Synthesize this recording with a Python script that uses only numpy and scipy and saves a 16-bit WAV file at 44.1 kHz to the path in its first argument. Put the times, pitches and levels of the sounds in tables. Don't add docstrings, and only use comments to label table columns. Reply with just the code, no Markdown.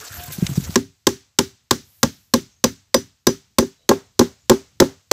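import sys
import numpy as np
from scipy import signal
from scipy.fft import rfft, irfft, next_fast_len
from scipy.io import wavfile
from scipy.ndimage import uniform_filter1d, map_coordinates

SR = 44100
rng = np.random.default_rng(int(sys.argv[2]) if len(sys.argv) > 2 else 0)


def gain_from_db(level_db):
    decades = np.asarray(level_db, float) / 20
    return 10 ** decades


def output_pcm(signal):
    pcm = np.clip(np.atleast_2d(signal).T, -1, 1) * 32767
    wavfile.write(sys.argv[1], SR, np.round(pcm).astype(np.int16))


N = 225770

# (time [s], crack [dB], push into wide panel [dB], narrow panel re wide [dB], rib re wide [dB])
BLOWS = [(0.7563, -2, -7.5, -7, -15), (1.068, 0, -17.5, 6.5, -3), (1.3868, 1.5, -15.5, 2, -3.5),
         (1.7087, 0, -15, -4.5, -6.5), (2.0298, .5, -13, -13, -1.5), (2.337, -1, -8, -7.5, -5),
         (2.6396, -1.5, -10, -11, -2), (2.9423, -1.5, -11.5, -7.5, 2.5), (3.268, -3, -10, 0, -4),
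         (3.5837, 0, -8, -3, -4), (3.8901, -2, -7, -1, -4), (4.192, -1, -4, -1, -9),
         (4.4955, -0.5, -5.5, 0.4, -0.5), (4.8004, 0.5, -3, -1, -5), (5.1124, -3.5, -12.5, 5.5, 3.5)]
# (time [s], low parts [dB], high parts [dB])
SLAPS = [
    (1.098, -29, -47.5),
    (2.359, -30.5, -41.5),
    (2.961, -22.5, -34),
    (3.284, -24.5, -28.5),
    (3.624, -15, -26),
    (3.912, -11.5, -8),
    (4.21, -6, -12),
    (4.514, -6.5, -10),
    (4.819, -4.5, -9),
]
# (pitch [Hz], level [dB], time to fall 60 dB [s])
FRAME_TONES = [(62, 2.5, 0.071), (88.5, -15, 0.033), (117, -7, 0.12), (135, 11.5, 0.057)]
# (pitch [Hz], level [dB], time to fall 60 dB [s])
HEAD_TONES = [(4942, -3, .11), (5938, 0, .14)]
# (pitch [Hz], level [dB], time to fall 60 dB [s])
PLANK_TONES = [
    [(169.6, -19.5, .2), (207, -14, 0.1), (238.4, -1.5, 0.12), (272.9, -12, 0.19)],
    [(320, -6, .07), (355, 0, .09), (374, -10, .15), (392, -6, .175)],
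    [(478, -6, 0.082), (531.6, 2.5, 0.065), (577.8, -4, 0.058), (678, -9.5, 0.052)],
    [(808.3, -2, 0.038), (846.3, -2, 0.062), (906, -4, 0.061)],
    [(1052.7, 5.5, 0.034), (1158, -9, .06), (1403, -8, 0.035), (1628, -6.5, .05), (1960, -14.5, 0.035)],
]
# (frequency [Hz], level per Hz [dB])
CRACK = [(530, -36.5), (900, -1), (1420, -3.5), (2060, -5), (2650, -9.5), (3670, -1.5), (5560, 0),
         (6810, -2), (7860, -3), (9000, -20.5), (11700, -46.5), (19800, -120)]
# (frequency [Hz], level per Hz [dB])
SCATTER = [(290, -32.5), (500, 1), (639, -14), (877, -4.5), (1510, -5.5), (2050, -7), (2400, -12.5),
           (3650, -8), (5300, -7.5), (6030, -5), (9160, -19), (13500, -19.5), (15600, -20)]
# (frequency [Hz], time to fall 60 dB [s])
YARD_DECAY = [(500, 0.1), (2000, 0.22), (5000, 0.25), (12000, 0.24)]
# (frequency [Hz], level per Hz [dB])
BOOM = [(30, -39), (60, -10.5), (90, 1), (170, 0), (270, 2), (450, -6.5), (700, -14), (1000, -27),
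        (1500, -71)]
# (frequency [Hz], time to fall 60 dB [s])
BOOM_DECAY = [(80, .3), (200, .22), (500, .17), (1000, .14)]
# (frequency [Hz], level per Hz [dB])
SLAP_ECHO = [(250, -40.5), (450, 0.5), (700, -5), (1100, -7), (1700, -9.5), (3000, -22), (6000, -58)]
# (frequency [Hz], time to fall 60 dB [s])
SLAP_ECHO_DECAY = [(500, 0.28), (2000, 0.27)]
# (time [s], peak [dB], pitch [Hz], length [s])
BUMPS = [(0.104, -34, 100, 0.021), (0.177, -28, 79, 0.024), (0.278, -28.5, 121, 0.02),
         (0.292, -30.5, 140, 0.033), (0.382, -17, 175, 0.013), (0.422, -5.5, 171, 0.016),
         (0.443, -13.5, 108, 0.0088), (0.489, -17, 159.6, 0.023), (0.509, -16.5, 138, 0.023),
         (0.575, -4, 157, 0.013), (0.597, -18, 173, 0.011), (0.617, -25, 125, 0.026),
         (0.69, -18.5, 160, 0.014), (0.707, -37, 93, 0.028)]
# (time [s], peak [dB], treble re peak [dB], length [s])
TICKS = [
    (0.0004, -15, -9, 0.0037),
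    (0.084, -39, -17, 0.0071),
    (0.235, -19, 5.5, 0.0067),
    (0.261, -27, 3.5, .013),
    (0.319, -21, 4.5, 0.038),
    (0.452, -34, -7, .02),
    (0.4654, 0.5, -19, 0.0046),
    (0.498, -28.5, 8, 0.0066),
    (0.557, -21.5, -7, 0.029),
    (0.637, -22.5, -9, 0.027),
]
# (frequency [Hz], level per Hz [dB])
DRY = [(530, -48), (900, -14.5), (3400, -7), (3670, -1.5), (4450, -7.5), (6490, -3), (9000, -16.5),
       (11700, -46.5), (19800, -120)]
# (start [s], length [s], pitch [Hz], level [dB])
COOS = [
    (0, .06, 430, -46),
    (.155, .14, 700, -41),
    (.243, .028, 14650, -37),
    (.27, .08, 1030, -52),
    (.26, .14, 1550, -50),
    (.29, .07, 2070, -51),
    (.4, .12, 1590, -51),
    (.42, .05, 660, -48),
]
# (start [s], length [s], pitch [Hz], level [dB], width [share of pitch])
SWISHES = [
    (0, .09, 1450, -41, .5),
    (.09, .13, 1600, -40, .45),
    (.12, .11, 12900, -36, .14),
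    (2.49, .07, 6000, -57, .25),
    (2.52, .12, 6500, -65, .08),
    (.2, .2, 1570, -48, .12),
    (3.76, .13, 3900, -65, .08),
    (3.78, .1, 3050, -68, .07),
    (3.77, .13, 560, -67, .7),
    (4.38, .11, 7000, -63, .08),
]
# (frequency [Hz], level per Hz [dB])
RUMBLE = [(15, -29), (25, -11), (91, 3.5), (172, -8), (254, -13), (452, -22.5), (500, -22.5), (650, -53),
          (1100, -120)]
# (frequency [Hz], level per Hz [dB])
RUSTLE = [(150, -40.5), (250, -14), (615, -11), (703, -8.5), (855, -12.5), (1240, -11.5), (1580, -11),
          (1810, -13), (2300, -12.5), (8100, -11.5), (9000, -28.5), (11700, -46.5), (19800, -120)]
# (frequency [Hz], level per Hz [dB])
LEAVES = [(250, -45), (450, -13), (1000, -10), (2500, -7), (4000, -4), (6500, -3), (8000, -6), (9000, -20),
          (11000, -60)]
# (frequency [Hz], level per Hz [dB])
HISS = [(5000, -32.5), (8500, -10), (9240, -11), (10200, -7), (11300, -4.5), (13000, -4), (15100, -4.5),
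        (15600, -21.5)]
# (time [s], effort [dB])
GRIP = [
    (0, -3.5),
    (.08, -11),
    (.17, 1),
    (.3, -3.5),
    (.4, -1),
    (.5, 2),
    (.64, 2.5),
    (.75, -1.5),
]
# (time [s], strength [dB])
BREEZE = [(.76, 4.5), (.86, 0.5), (1.3, -4.5), (1.7, -4), (1.9, 0.5), (2.3, -2), (2.5, -1), (3.22, -4.5),
          (3.5, -2), (3.8, -0.3), (4.2, 0.8), (4.7, 2.5), (5.12, 0.5)]

# (level with the nail proud [dB], gain once it is home [dB], gain by a full glance [dB])
TREBLE, THUD, YARD_ECHO = (-21.5, 2.4, 3.4), (-35, 1.5, 1.7), (-24.5, 1.8, -1.8)
HEAD_RING, BLOCK, UPPER_BLOCK = (-38, 5, 21), (-22, 8, -2.5), (-14, -4, 2.3)
GLANCE_DEPTH, GLANCE_SPREAD = .52, .18
BITE_DEPTH, BITE_DB = .25, 10
SLIDE_S = 0.0054
SETTING_TAP_DB = -3.5
SETTLED_DAMPING_DB_PER_S = 59.5
COO_RISE, COO_BLUR = .03, .015
INSECT_S, INSECT_RISE_S, INSECT_FADE_S, INSECT_HZ, INSECT_DB = 1.95, .13, .3, 12300, -60
SCENE_CHANGE_S = .752
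CARRIED_DB, GRIP_SHARE = (-41.5, -40.5, -46), (2.1, .1, 0.45)
RESTING_DB, BREEZE_SHARE = (-65, -70, -78.5), (1.5, 1.1, .6)


def hammer():
    out, t = np.zeros(N), np.arange(SR // 2) / SR
    slide = (1 - np.exp(-(t / 0.00095) ** 2)) / (1 + (t / SLIDE_S) ** 4)
    depths = np.linspace(0, 1, len(BLOWS))
    for depth, (s, db, panel_db, narrow_db, rib_db) in zip(depths, BLOWS):
        glance = np.exp(-((depth - GLANCE_DEPTH) / GLANCE_SPREAD) ** 2)
        tap_db = SETTING_TAP_DB * (depth == 0)
        laws = BLOCK, UPPER_BLOCK, TREBLE, THUD, YARD_ECHO, HEAD_RING
        levels = [by_nail(law, depth, glance) + tap_db for law in laws]
        block_db, upper_db, treble_db, thud_db, echo_db, head_db = levels

        crack = gain_from_db(-6) * noise(CRACK, len(t)) + gain_from_db(treble_db + 2.0) * noise(HISS, len(t))
        bite_db = BITE_DB * (depth > BITE_DEPTH)
        thud = gain_from_db(thud_db + 8 + bite_db) * ring(FRAME_TONES, t, 0.01, spread_db=3, detune=0.051)
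        blow = slide * crack + thud
        head = gain_from_db(head_db) * ring(HEAD_TONES, t, .002, spread_db=0, detune=0)
        push_db = [panel_db, panel_db + narrow_db, panel_db + rib_db, block_db, upper_db]
        wood = planks(t, push_db, attack=.0043) * gain_from_db(-SETTLED_DAMPING_DB_PER_S * depth * t)
        boom_swell = gain_from_db(-20.0 + 0.17 * panel_db) * (1 - np.exp(-t / 0.0028))
        boom = boom_swell * dying(BOOM, BOOM_DECAY, t, size=1024)
        echo = gain_from_db(echo_db) * yard_echo(t)
        add(out, s, gain_from_db(db) * blow + head + gain_from_db(5.5) * wood + boom + echo)
    return out + plank_slaps()


def plank_slaps():
    out, t = np.zeros(N), np.arange(SR // 2) / SR
    for s, low_db, high_db in SLAPS:
        slap = planks(t, [low_db, low_db, high_db, high_db - 3, high_db - 3], attack=.002)
        slap = slap * gain_from_db(-SETTLED_DAMPING_DB_PER_S * t)
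        swell = gain_from_db(high_db - 23.5) * (1 - np.exp(-t / 0.0056))
        hollow = swell * dying(SLAP_ECHO, SLAP_ECHO_DECAY, t, size=512)
        clap = gain_from_db(high_db - 22 - 60 * t / .04) * noise(SCATTER, len(t))
        add(out, s, slap + hollow + clap)
    return out


def planks(t, levels_db, attack):
    return sum(gain_from_db(db) * ring(part, t, attack, spread_db=1.5, detune=.006)
               for db, part in zip(levels_db, PLANK_TONES))


def by_nail(law, depth, glance):
    return law[0] + law[1] * depth + law[2] * glance


def yard_echo(t):
    wall = 1 + .5 * np.exp(-((t - .024) / 0.0016) ** 2)
    near = dying(SCATTER, YARD_DECAY, t, size=256)
    far = gain_from_db(-19.5) * dying(LEAVES, [(500, 0.72), (6000, 0.57)], t, size=256)
    return patchy(near + far, depth_db=1) * wall * (1 - np.exp(-t / 0.0022))


def handling():
    out, t = np.zeros(N), np.arange(SR // 8) / SR
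    for s, db, hz, length in BUMPS:
        u = t / length
        packet = (2.48 * u * np.exp(1 - 2.66 * u)) ** 2
        overtone = 0.58 * np.sin(4.1 * np.pi * hz * t) * np.exp(-3 * u)
        add(out, s, gain_from_db(db) * packet * (np.sin(2 * np.pi * hz * t) + overtone))
    for s, db, treble_db, length in TICKS:
        burst = noise(DRY, len(t)) + gain_from_db(treble_db) * noise(HISS, len(t))
        shape = (1 - np.exp(-t / 0.0018)) * np.exp(-(t / length) ** 2)
        add(out, s, gain_from_db(db - 16) * burst * shape)
    return out


def far_notes():
    out, t = np.zeros(N), np.arange(SR // 5) / SR
    coos = [coo + (COO_BLUR,) for coo in COOS]
    for s, length, hz, db, share in coos + SWISHES:
        u = np.clip(t / length, 0, 1)
        width_hz = share * hz
        blur = map_coordinates(rng.standard_normal(SR // 50), [t * width_hz + 2])
        steady = 30 / width_hz
        rise = COO_RISE * min(1, 700 / hz) ** 2 * u / 2
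        tone = np.sin(2 * np.pi * hz * t * (1 + rise))
        swell = np.sin(np.pi * u ** .7)
        add(out, s, gain_from_db(db) * swell * tone * (blur + steady) / np.hypot(1, steady))
    return out


def insect():
    t = np.arange(N) / SR - INSECT_S
    swell = np.exp(-(t / np.where(t < 0, INSECT_RISE_S, INSECT_FADE_S)) ** 2)
    buzz = .8 * wobble(900) * np.sin(2 * np.pi * INSECT_HZ * t)
    rasp = noise(HISS, N) + buzz + .5 * noise(LEAVES, N)
    return gain_from_db(INSECT_DB) * swell * rasp


def yard_air():
    t = np.arange(N) / SR
    carried = t < SCENE_CHANGE_S
    grip = np.interp(t, *np.transpose(GRIP))
    breeze = np.interp(t, *np.transpose(BREEZE))
    levels = []
    for held_db, held, still_db, still in zip(CARRIED_DB, GRIP_SHARE, RESTING_DB, BREEZE_SHARE):
        levels.append(np.where(carried, held_db + held * grip, still_db + still * breeze))
    rumble_db, rustle_db, hiss_db = levels
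    lumps = gain_from_db(3 * wobble(16))
    crackle = gain_from_db(carried * (1.4 * wobble(110) + 1.5 * wobble(400)))
    rustle = np.where(carried, patchy(noise(RUSTLE, N), depth_db=2.4), noise(LEAVES, N))
    hiss = patchy(noise(HISS, N), depth_db=1.2)
    rumble = gain_from_db(rumble_db) * lumps * noise(RUMBLE, N)
    return rumble + crackle * (gain_from_db(rustle_db) * rustle + gain_from_db(hiss_db) * hiss)


def ring(tones, t, attack, spread_db, detune):
    hz, db, t60 = np.transpose(tones)[:, :, None]
    strength, shift, phase = rng.standard_normal((3, len(tones), 1))
    fade = gain_from_db(db + spread_db * strength - 60 * t / t60)
    waves = fade * np.sin(2 * np.pi * hz * (1 + detune * shift) * t + phase)
    return waves.sum(axis=0) * (1 - np.exp(-(t / attack) ** 2))


def dying(spectrum, decay, t, size):
    hz, frames, z = signal.stft(noise(spectrum, len(t)), SR, nperseg=size)
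    fade = gain_from_db(-60 * frames / along(decay, hz)[:, None])
    return signal.istft(z * fade, SR, nperseg=size)[1][:len(t)]


def patchy(x, depth_db):
    z = signal.stft(x, nperseg=256)[2]
    field = uniform_filter1d(rng.standard_normal(z.shape), 14, 0)
    field = uniform_filter1d(field, 7, 1)
    y = signal.istft(z * gain_from_db(depth_db * unit(field)), nperseg=256)[1][:len(x)]
    return unit(y) * np.std(x)


def noise(spectrum, size):
    m = next_fast_len(size + 2048)
    colour = gain_from_db(along(spectrum, np.fft.rfftfreq(m, 1 / SR)))
    return unit(irfft(rfft(rng.standard_normal(m)) * colour, m)[:size])


def wobble(rate):
    return map_coordinates(rng.standard_normal(int(N * rate / SR) + 4), [np.arange(N) * rate / SR])


def along(points, hz):
    f, v = np.transpose(points)
    return np.interp(np.log(hz + 1), np.log(f + 1), v)


def unit(x):
    return x / np.sqrt(np.mean(x ** 2) + 1e-20)


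def add(track, s, x):
    part = track[max(round(s * SR), 0):][:len(x)]
    part += x[:len(part)]


def scene():
    return (hammer() + handling() + far_notes() + insect() + yard_air())[None]


def low_pass(x):
    return signal.sosfilt(signal.butter(12, 16540, fs=SR, output="sos"), x)


def record(dry):
    top, hardness = .99, 4.5
    low_cut = signal.butter(3, 46, "high", fs=SR, output="sos")
    high_cut = signal.cheby2(14, 35, 15850, fs=SR, output="sos")
    x = signal.sosfilt(np.vstack((low_cut, high_cut)), dry)
    x = x / (1 + np.abs(x / top) ** hardness) ** (1 / hardness)
    x = signal.sosfiltfilt(signal.butter(12, 16540, fs=SR, output="sos"), x)
    return low_pass(x)


dry = scene()
out = record(dry)
output_pcm(out)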